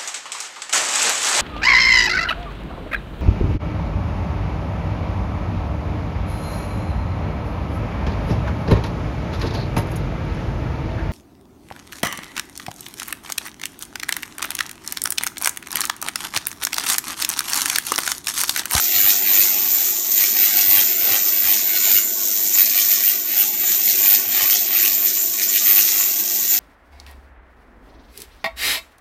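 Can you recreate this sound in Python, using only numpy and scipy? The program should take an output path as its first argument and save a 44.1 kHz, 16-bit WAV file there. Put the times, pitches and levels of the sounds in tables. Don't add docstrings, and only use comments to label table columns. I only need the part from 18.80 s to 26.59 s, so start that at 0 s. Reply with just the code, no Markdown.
import sys
import numpy as np
from scipy import signal
from scipy.fft import rfft, irfft, next_fast_len
from scipy.io import wavfile
from scipy.ndimage import uniform_filter1d

SR = 44100
rng = np.random.default_rng(int(sys.argv[2]) if len(sys.argv) > 2 else 0)


def unload_wav(signal):
    wavfile.write(
        sys.argv[1],
        SR,
        np.round(np.clip(np.atleast_2d(signal).T, -1, 1) * 32767).astype(np.int16),
    )


N = 343539
TIME = np.arange(N) / SR

# time in seconds, half cycles per second.
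RIPPLE_RATE = [(0, 99.5), (1, 99.49), (2, 99.6), (3, 99.74), (4, 99.82), (5.3, 99.9), (7, 99.97),
               (7.8, 99.99)]
# break in seconds, time for the last 10 dB of growth in ms, peaks
# of whine, hiss, strikes, sizzle and plume in dB, rasp pitch in Hz, rasp level in dB.
BLADE_PULLS = [(0.17, 60, -27, -33.5, -24, -32, -31, 4270, -26),
               (0.294, 120, -9, -23, -35, -19, -26, 3840, -33),
               (0.518, 70, -14.5, -36, -22, -25, -33, 4080, -29),
               (0.619, 90, -11, -23.5, -21.5, -19, -35, 4160, -34),
               (0.943, 69.6, -16, -39.0, -53, -30, -48, 4100, -47),
               (1.38, 58.6, -32, -37.5, -38, -36, -52, 2490, -44),
               (1.438, 60, -14, -25.5, -22.5, -25, -51, 2150, -29),
               (1.658, 100, -10, -29, -23.5, -23.5, -31.5, 4190, -37),
               (1.806, 100, -14, -29.5, -22.5, -26, -37, 2570, -31),
               (1.995, 160, -9, -23.0, -25, -21.5, -26.5, 3140, -38),
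               (2.346, 100, -14, -27.5, -29, -22, -26.5, 2960, -32),
               (2.723, 110, -15, -26, -25, -24, -27.5, 3780, -41),
               (2.975, 90, -24, -35.5, -26.5, -24, -37, 4200, -29),
               (3.178, 140, -9, -25.5, -25, -38, -32, 2880, -28.5),
               (3.825, 70, -8.5, -26, -22.5, -27, -35.5, 3930, -31),
               (3.999, 120, -14, -26, -26.5, -20, -33, 3050, -28),
               (4.132, 60, -10, -28.5, -26, -21.5, -34, 3040, -35),
               (4.291, 80, -11, -24.5, -26, -28, -53, 2886, -28.5),
               (4.533, 63, -18, -36.5, -30.5, -23, -49, 3010, -39),
               (4.615, 60, -9, -25.5, -29.5, -24, -50, 2985, -32),
               (4.954, 200, -21, -31.5, -28.5, -28, -49, 3900, -39),
               (5.096, 51, -9.5, -28, -25.5, -21, -45, 4200, -36),
               (5.335, 150, -9, -23.5, -26, -23, -29, 2640, -43),
               (5.617, 81, -24, -29, -23.5, -23, -27, 3110, -29),
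               (5.739, 110, -12, -27, -24.5, -20.5, -35, 3130, -26),
               (5.972, 110, -13.5, -35.5, -27.5, -22.5, -30.5, 2656, -32.5),
               (6.061, 100, -17, -26.5, -23.5, -20, -51, 2677, -26),
               (6.262, 59.3, -32, -35.5, -39, -19.5, -42, 3400, -38),
               (6.616, 50, -24, -35.5, -26, -22.5, -56, 2250, -36),
               (6.766, 66, -9.5, -27.5, -24.5, -28, -56, 2830, -30),
               (6.912, 72, -9, -26, -25.5, -44, -34, 3040, -43),
               (6.996, 130, -12, -26, -28, -20.5, -32, 2810, -23),
               (7.136, 60, -31, -34, -42, -27, -36, 2596, -49),
               (7.751, 70, -34, -34, -30, -33, -42, 2040, -48)]
# time in seconds, then whine, hiss, strikes, sizzle and plume in dB.
SHORT_ARC_LEVELS = [(0.0, -16, -36.0, -33, -22.5, -38.5), (0.4, -14.5, -37.5, -33.5, -36, -37.5),
                    (0.772, -14.5, -38.5, -30, -24.5, -38.5), (1.049, -14.5, -35, -40.5, -26.5, -36),
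                    (1.206, -23, -40, -44, -27.5, -47), (1.323, -15.5, -37, -39, -25, -41.5),
                    (2.126, -15, -40.5, -32, -27.5, -37.5), (2.854, -15, -37, -35, -25.5, -40),
                    (3.063, -15, -33, -27, -32, -32.5), (3.33, -20.5, -38, -48, -26.5, -49.5),
                    (3.553, -15, -35.5, -45, -26, -43), (4.59, -16.5, -45.5, -40, -29.5, -38),
                    (5.216, -14, -46, -39, -27, -39.5), (6.252, -14.5, -36.5, -35, -31, -39.5),
                    (6.506, -18, -38.5, -52, -27, -44), (7.198, -14.5, -32.5, -30, -25.5, -35),
                    (7.434, -18, -39, -47, -29.5, -43), (7.788, -14.5, -33.5, -34, -24, -38)]
# name, growth power (1 even in dB, 2 rounded), collapse in dB per second.
ARC_PARTS = [("whine", 1.7, 400), ("hiss", 1.1, 210), ("strikes", 2.7, 180), ("sizzle", 1.3, 97),
             ("plume", 0.8, 280)]
# centre in seconds, half length in seconds, depth in dB.
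ARC_LULLS = [(3.39, 0.0507, 1.5), (3.89, 0.0515, 3), (4.444, 0.053, 4), (4.738, 0.13, 3), (5.47, 0.057, 4),
             (5.889, 0.095, 4.5)]
# start in seconds, crack level in dB, frying level in dB.
RESTRIKES = [(0.1416, -7.0, -35), (0.302, -3, -19), (0.6361, -9, -27), (1.3168, -10, -22),
             (1.357, -12, -26), (1.3777, -3, -28), (1.4073, 0, -27), (1.4278, -11, -37),
             (1.4484, -5.0, -32), (1.4592, -5.5, -26), (1.5685, -3, -30), (1.6496, -4, -22),
             (1.7802, 0, -25), (1.8092, -4, -18.5), (2.0025, -7, -22), (2.2614, -6, -34), (2.2915, -3, -35),
             (2.3219, 1, -25), (2.3538, -6, -32), (2.7352, -13, -20.5), (3.1144, -2, -22),
             (3.1748, -5, -22), (3.6548, -13, -36), (3.7149, -10, -28), (3.7553, -3, -31),
             (3.7855, -1, -32), (3.8573, -17, -19.5), (3.8956, -9, -21), (3.9458, -2.5, -34),
             (3.9558, -2, -36), (3.9955, -7, -25), (4.0155, -9, -19.5), (4.0458, -4, -32), (4.106, -6, -33),
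             (4.1357, -3, -25), (4.1576, -6, -28), (4.2061, -4.5, -33), (4.308, -7.0, -25),
             (4.9071, -7, -33), (4.9179, -7, -23), (5.1289, -14, -33), (5.2376, -3.5, -32),
             (5.3473, -4.0, -18), (5.7076, -6, -20.5), (5.7503, -8, -28), (5.9382, -5, -31),
             (6.049, -4, -22), (6.07, -11, -28), (6.2683, -7, -31), (6.3778, -8, -32), (6.6285, -8, -33),
             (6.7783, -3.0, -21), (6.7883, -6, -32), (6.869, -1, -33), (7.0205, -7, -22), (7.0789, -3, -29),
             (7.0889, -2, -32), (7.1188, -6, -25), (7.1788, -4, -33), (7.1888, -5.5, -35),
             (7.2288, -3, -33), (7.3584, -15, -27), (7.7584, -8, -35)]
# start in seconds, end in seconds, level in dB.
NARROW_GAP_RUNS = [(0.98, 1.384, -33.5), (2.365, 2.444, -35), (2.801, 2.89, -49), (3.33, 3.459, -33),
                   (3.458, 3.763, -29.5), (3.942, 4.15, -39), (4.888, 5.19, -31), (6.248, 6.31, -37),
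                   (6.418, 6.648, -33.5), (6.696, 6.874, -31), (7.065, 7.783, -31.5)]
# frequency in Hz, level in dB.
SPARK_SPECTRUM = [(100, -70), (250, -25), (520, -21.5), (800, -9), (1010, -13), (1150, -10.5), (1450, -4.5),
                  (2200, 5), (3000, -2), (4200, 2), (6500, 1), (8500, -3.5), (11500, -28.5)]
SPUTTER_SPECTRUM = [(100, -33), (170, -24), (300, 8), (420, 0.5), (520, -1.5), (700, 3), (880, 5.5),
                    (1010, -13), (1100, 5.5), (1500, 7), (2400, 11.5), (5000, 7), (9000, -2.5),
                    (13000, -20)]
SIZZLE_SPECTRUM = [(1500, -34), (3500, -1.5), (4900, 1), (5500, 6.5), (6500, 9), (7300, 3.5), (8200, 0),
                   (9500, -4.5), (12500, -9.5)]
HISS_SPECTRUM = [(5000, -53), (8000, 4), (10000, 9), (12000, 9.5), (14500, 17.5)]
TICK_SPECTRUM = [(300, -38), (1200, -27), (2250, -7.5), (2750, -8.5), (3900, -6), (4500, -8), (5500, 5.5),
                 (6300, 9.5), (7300, 5), (8400, -1.5), (12000, -10.5)]
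RUSH_SPECTRUM = [(25, -72), (110, -52), (160, -13), (205, 6.5), (290, 5.5), (390, 12), (450, -10.5),
                 (540, -1), (680, -2), (880, 1), (1010, -38.5), (1090, 12.5), (1200, -23), (1330, -13),
                 (1480, 5), (1650, -1.5), (3000, -14.5)]
# hiss level in dB, sag in Hz.
SAG_BY_HISS = [(-39, 850), (-34, 1350), (-30, 3200), (-26, 4600)]
# centre in seconds, half length in seconds, level in dB.
SQUEAL_CATCHES = [(0.237, 0.049, -24), (0.556, 0.022, -19.5), (1.077, 0.043, -29), (1.375, 0.016, -18.5),
                  (3.06, 0.057, -20.5), (3.216, 0.1, -23.5), (3.676, 0.011, -22), (3.748, 0.011, -15.5),
                  (3.79, 0.021, -25), (4.11, 0.03, -26), (4.205, 0.029, -35), (4.884, 0.032, -18.5),
                  (5.241, 0.047, -22.5), (6.01, 0.017, -22), (6.403, 0.028, -21), (6.693, 0.017, -19.5),
                  (7.206, 0.027, -20.5), (7.716, 0.045, -22)]
# delay in seconds, relative gain.
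GAP_ECHOES = [(.00025, .2), (.00155, .42), (.00265, .33), (.0037, .14)]
SHED_ECHOES = [(.0058, .16), (.00825, .18)]
# low and high edge in Hz, level and swing in dB, share of the slow trend.
FADING_BANDS = [(433, 600, -4, 22, 0.83), (590, 740, 1.5, 8.5, 0.015), (729, 840, -1.5, 18, 0.3),
                (832, 940, 1, 13, 0.35), (930, 1060, -3.5, 16, .6), (1053, 1160, 0, 11.5, 0),
                (1165, 1260, -1, 13, 0), (1253, 1420, -4, 15, 0.2), (1400, 1560, 1, 5.5, 0),
                (1560, 1680, -1.5, 15, 0.17)]
# time in seconds, level in dB.
BAND_TREND = [(0, 5.5), (1.2, 1.5), (1.7, -1), (2.3, 5), (3.0, -4), (3.5, 6), (3.85, -12), (4.35, -20),
              (4.6, 3), (5.2, -6.5), (6.3, -3), (6.7, -22), (7.2, -2), (7.79, 1.5)]
# pitch in Hz, level in dB, waver in Hz.
DRONE_TONES = [(220.2, -54, 0.71), (292, -58.5, 5.92), (342, -53.5, 5.02), (394.5, -52.5, 4.85),
               (659.3, -53, 2), (671, -54.5, 3.4), (888, -61, 5.2)]
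# centre in seconds, level in dB.
LOW_BLIPS = [(.17, -42), (.25, -41), (.6, -44), (.925, -51), (1.81, -51), (1.89, -42), (1.981, -40),
             (2.24, -49), (2.32, -41), (2.66, -44), (3.16, -44), (4.8, -49), (4.89, -51), (5.48, -47),
             (5.635, -44), (6.02, -47.5), (6.5, -52), (6.894, -46), (7.001, -45)]
# time in seconds, level in dB.
RUSH_LEVELS = [(0, -42.5), (3.3, -41.5), (4.1, -48.5), (5.2, -42.5), (7.79, -45.5)]


def strikes(cycles, stretch, short_gap_s=.00045, long_gap_s=.0026, lesser_db=-7):
    starts, polarity = ordinary_starts(cycles)
    drawn = stretch[starts]
    prompt_s = .00003 * drift(4)[starts]
    late_s = (short_gap_s + (long_gap_s - short_gap_s) * drawn ** 2) * (1 + .1 * drift(20)[starts])
    late_wins = rng.random(len(starts)) < .35 + .5 * drawn
    sizes = spark_sizes(polarity, uneven_db=3.5, weak_half_db=-2)
    clicks = np.zeros(N)
    for lag_s, lesser in ((prompt_s, late_wins), (late_s, ~late_wins)):
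        clicks[np.clip(starts + (lag_s * SR).astype(int), 0, N - 1)] += sizes * from_db(lesser_db * lesser)
    return steady(colour(clicks, SPARK_SPECTRUM), span_s=.09)


def restrikes():
    cracks, spurts = np.zeros((2, N))
    for s, crack_db, fry_db in RESTRIKES:
        cracks[int(s * SR)], spurts[int(s * SR)] = from_db(crack_db), from_db(fry_db)
    return from_db(8) * colour(cracks, SPARK_SPECTRUM) + from_db(5) * frying_after(spurts, t60_s=.074)


def sputter(cycles):
    filaments = grains(3000, spread_db=1.5) * from_db(-8 * (cycles % 1))
    return steady(colour(filaments, SPUTTER_SPECTRUM))


def rasps(cycles, lead_s=.005, half_s=.026, rise_hz=120, jitter_hz=250):
    out = np.zeros(N)
    ragged = rms_one(uniform_filter1d(rng.standard_normal(N), size=20))
    for s, *_, hz, db in BLADE_PULLS:
        near = np.abs(TIME - s + lead_s) < 3 * half_s
        along = (TIME[near] - s + lead_s) / half_s
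        note = tone(hz + rise_hz * along + jitter_hz * ragged[near])
        out[near] += from_db(db) * np.exp(-along ** 2) * note
    return np.sqrt(2) * out * from_db(2 - 5 * (cycles % 1) + 2 * drift(500))


def sizzle(cycles, fade_db=-6):
    spurts = from_db(fade_db * (cycles % 1) + drift(300))
    return steady(colour(grains(14000, spread_db=5.5) * spurts, SIZZLE_SPECTRUM))


def hiss():
    return rms_one(colour(rng.standard_normal(N), HISS_SPECTRUM))


def ticks(cycles):
    starts, polarity = ordinary_starts(cycles)
    clicks = np.zeros(N)
    clicks[starts] = spark_sizes(polarity, uneven_db=3, weak_half_db=-3)
    ticking = colour(clicks, TICK_SPECTRUM) + from_db(-24) * frying_after(clicks, t60_s=.017)
    runs = sum(from_db(db) * ((TIME > start) & (TIME < end)) for start, end, db in NARROW_GAP_RUNS)
    return rms_one(ticking) * uniform_filter1d(runs, size=441)


def ordinary_starts(cycles):
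    starts = np.flatnonzero(np.diff(np.floor(cycles)) > 0) + 1
    taken = np.round(np.interp([row[0] for row in RESTRIKES], TIME, cycles))
    starts = starts[~np.isin(np.round(cycles[starts]), taken)]
    return starts, np.round(cycles[starts]) % 2


def spark_sizes(polarity, uneven_db, weak_half_db):
    chance = np.clip(rng.standard_normal(len(polarity)), -2.5, 1.2)
    return from_db(uneven_db * chance + weak_half_db * polarity)


def grains(per_s, spread_db):
    sizes = from_db(spread_db * np.minimum(rng.exponential(1, N), 4)) * rng.choice([-1, 1], N)
    return sizes * (rng.random(N) < per_s / SR)


def frying_after(clicks, t60_s):
    envelope = signal.fftconvolve(clicks, from_db(-60 * TIME[:SR // 10] / t60_s))[:N]
    return colour(envelope * rng.standard_normal(N), SIZZLE_SPECTRUM)


def arc_level(part, lull_db, wander_db, late_s=0, rise_ms=None):
    k = [row[0] for row in ARC_PARTS].index(part)
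    _, curve, die_db_per_s = ARC_PARTS[k]
    t = TIME[::100]
    pull_power = 0
    for s, growth_ms, *peaks_db in BLADE_PULLS:
        after = t - s - late_s
        to_grow = 1000 * np.maximum(-after, 0) / (rise_ms or growth_ms)
        pull_power += from_db(peaks_db[k] - 10 * to_grow ** curve - die_db_per_s * np.maximum(after, 0)) ** 2
    short_power = from_db(in_time(SHORT_ARC_LEVELS)[k] - lull_db) ** 2
    return 10 * np.log10(short_power + np.interp(TIME, t, pull_power)) + wander_db * drift(35)


def whine(cycles, sag_hz, stretch, top_hz=14390):
    dip = ripple_dip(cycles, stretch)
    ragged = 1.3 - stretch
    hz = top_hz + 130 * (.5 - stretch) - sag_hz * dip + 480 * ragged * drift(2500)
    level_db = -7 * np.sqrt(np.maximum(top_hz - hz, 0) / 2000) + .5 * ragged * drift(600)
    trough_db = -(9.4 + 9 * stretch) * dip
    return steady(top_cut(tone(hz) * from_db(level_db + trough_db)), span_s=.046)


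def squeal(cycles, sag_hz, stretch, top_hz=7200):
    dip = ripple_dip(cycles, stretch)
    hz = top_hz - .25 * sag_hz * dip + 220 * (1.2 - .597 * stretch) * drift(3000)
    return steady(tone(hz) * from_db(-5 * dip + 1.5 * drift(300)))


def ripple_dip(cycles, stretch):
    crest = .4 + (.1 - .08 * stretch) * drift(60)
    return np.abs(2 * ((cycles - crest + .5) % 1 - .5)) ** 2.4


def close_ring(x, wander_s, strength):
    return x + sum(strength * gain * np.interp(TIME - delay - wander_s * drift(9), TIME, x)
                   for delay, gain in GAP_ECHOES)


def shed(x, t60_s=.2, wet_db=-10.5):
    t = TIME[:SR // 2]
    out, wander = x.copy(), 2 * np.pi * TIME + drift(3)
    for weight in (np.cos(wander), np.sin(wander)):
        tail = rng.standard_normal(len(t)) * from_db(-60 * t / t60_s) * (t > .002)
        out += from_db(wet_db) * signal.fftconvolve(x * weight, tail / np.linalg.norm(tail))[:N]
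    for delay, gain in SHED_ECHOES:
        lag = int(delay * SR)
        out[lag:] += gain * x[:-lag]
    return from_db(-1) * out


def fade_bands(x):
    spectrum = rfft(x, next_fast_len(N))
    hz = np.linspace(0, SR / 2, len(spectrum))
    out, trend_db = x.copy(), in_time(BAND_TREND)[0]
    for low, high, db, swing_db, share in FADING_BANDS:
        band = irfft(spectrum * ((hz >= low) & (hz < high)), next_fast_len(N))[:N]
        level_db = db + share * trend_db + swing_db * np.minimum(drift(19), .3)
        out += (from_db(level_db) - 1) * band
    return out


def drone(cycles):
    tones = sum(from_db(db + 2 * drift(17)) * tone(hz + waver * drift(30)) for hz, db, waver in DRONE_TONES)
    blips = bumps([(s, .015, from_db(db)) for s, db in LOW_BLIPS])
    return np.sqrt(2) * (tones + blips * np.sin(2 * np.pi * cycles))


def rush():
    gain = from_db(in_time(RUSH_LEVELS)[0] + 2 * drift(20))
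    return gain * rms_one(colour(rng.standard_normal(N), RUSH_SPECTRUM))


def from_db(db):
    return 10 ** (np.asarray(db) / 20)


def rms_one(x):
    return x / np.sqrt(np.mean(x ** 2) + 1e-20)


def steady(x, span_s=.085):
    return x / np.sqrt(np.abs(uniform_filter1d(x ** 2, int(span_s * SR) + 1)) + 1e-12)


def tone(hz):
    return np.sin(2 * np.pi * np.cumsum(hz) / SR)


def in_time(rows):
    s, *columns = np.transpose(rows)
    return [np.interp(TIME, s, c) for c in columns]


def drift(per_s):
    turns = rng.standard_normal(int(8 * per_s) + 2)
    return rms_one(np.interp(TIME * per_s, np.arange(len(turns)), turns))


def bumps(rows):
    return sum(height * np.exp(-np.minimum(((TIME - s) / half_s) ** 2, 50)) for s, half_s, height in rows)


def colour(x, spectrum, size=8192):
    hz, db = np.transpose(spectrum)
    grid = np.maximum(np.arange(size // 2 + 1) * SR / size, 1)
    cepstrum = irfft(np.log(from_db(np.interp(np.log(grid), np.log(hz), db))))
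    cepstrum[1:size // 2] *= 2
    cepstrum[size // 2 + 1:] = 0
    return signal.fftconvolve(x, irfft(np.exp(rfft(cepstrum))))[:N]


def top_cut(x, cutoff_hz=14540):
    return signal.fftconvolve(x, signal.firwin(1001, cutoff_hz, fs=SR), "same")


def scene():
    cycles = np.cumsum(in_time(RIPPLE_RATE)[0]) / SR - .0003 * RIPPLE_RATE[0][1]
    lull_db = bumps(ARC_LULLS)
    whine_db = arc_level("whine", lull_db, wander_db=1.35)
    hiss_db = arc_level("hiss", lull_db, wander_db=.68)
    strike_db = arc_level("strikes", lull_db, wander_db=.5)
    sizzle_db = arc_level("sizzle", lull_db, wander_db=1.5, late_s=.019, rise_ms=29)
    plume_db = arc_level("plume", lull_db, wander_db=1.5)
    catches = bumps([(s, half_s, from_db(db)) for s, half_s, db in SQUEAL_CATCHES])
    squeal_gain = from_db(-1.5) * np.hypot(from_db(-30.5 - lull_db + 2.7 * drift(25)), catches)
    hiss_steps, sag_steps = np.transpose(SAG_BY_HISS)
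    sag_hz = np.interp(hiss_db, hiss_steps, sag_steps)
    stretch = (sag_hz - sag_steps[0]) / (sag_steps[-1] - sag_steps[0])

    sparks = from_db(strike_db - .7) * strikes(cycles, stretch)
    sparks += from_db(plume_db + 4) * sputter(cycles) + rasps(cycles)
    ceiling = .6
    sparks = ceiling * np.tanh(sparks / ceiling) + restrikes()
    sparks = signal.sosfilt(signal.butter(4, 190, "high", fs=SR, output="sos"), sparks)
    frying = from_db(sizzle_db - 2) * sizzle(cycles) + from_db(hiss_db + 10) * hiss()
    coil = from_db(whine_db - 3) * whine(cycles, sag_hz, stretch)
    coil += squeal_gain * squeal(cycles, sag_hz, stretch)
    sparks = close_ring(sparks, wander_s=.00009, strength=.68)
    sparks += from_db(3.5) * close_ring(ticks(cycles), wander_s=.00002, strength=.62)
    return (fade_bands(shed(sparks + frying + coil) + rush()) + drone(cycles))[None]


def record(dry):
    return top_cut(dry[0])[None]


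dry = scene()
out = record(dry)
unload_wav(out)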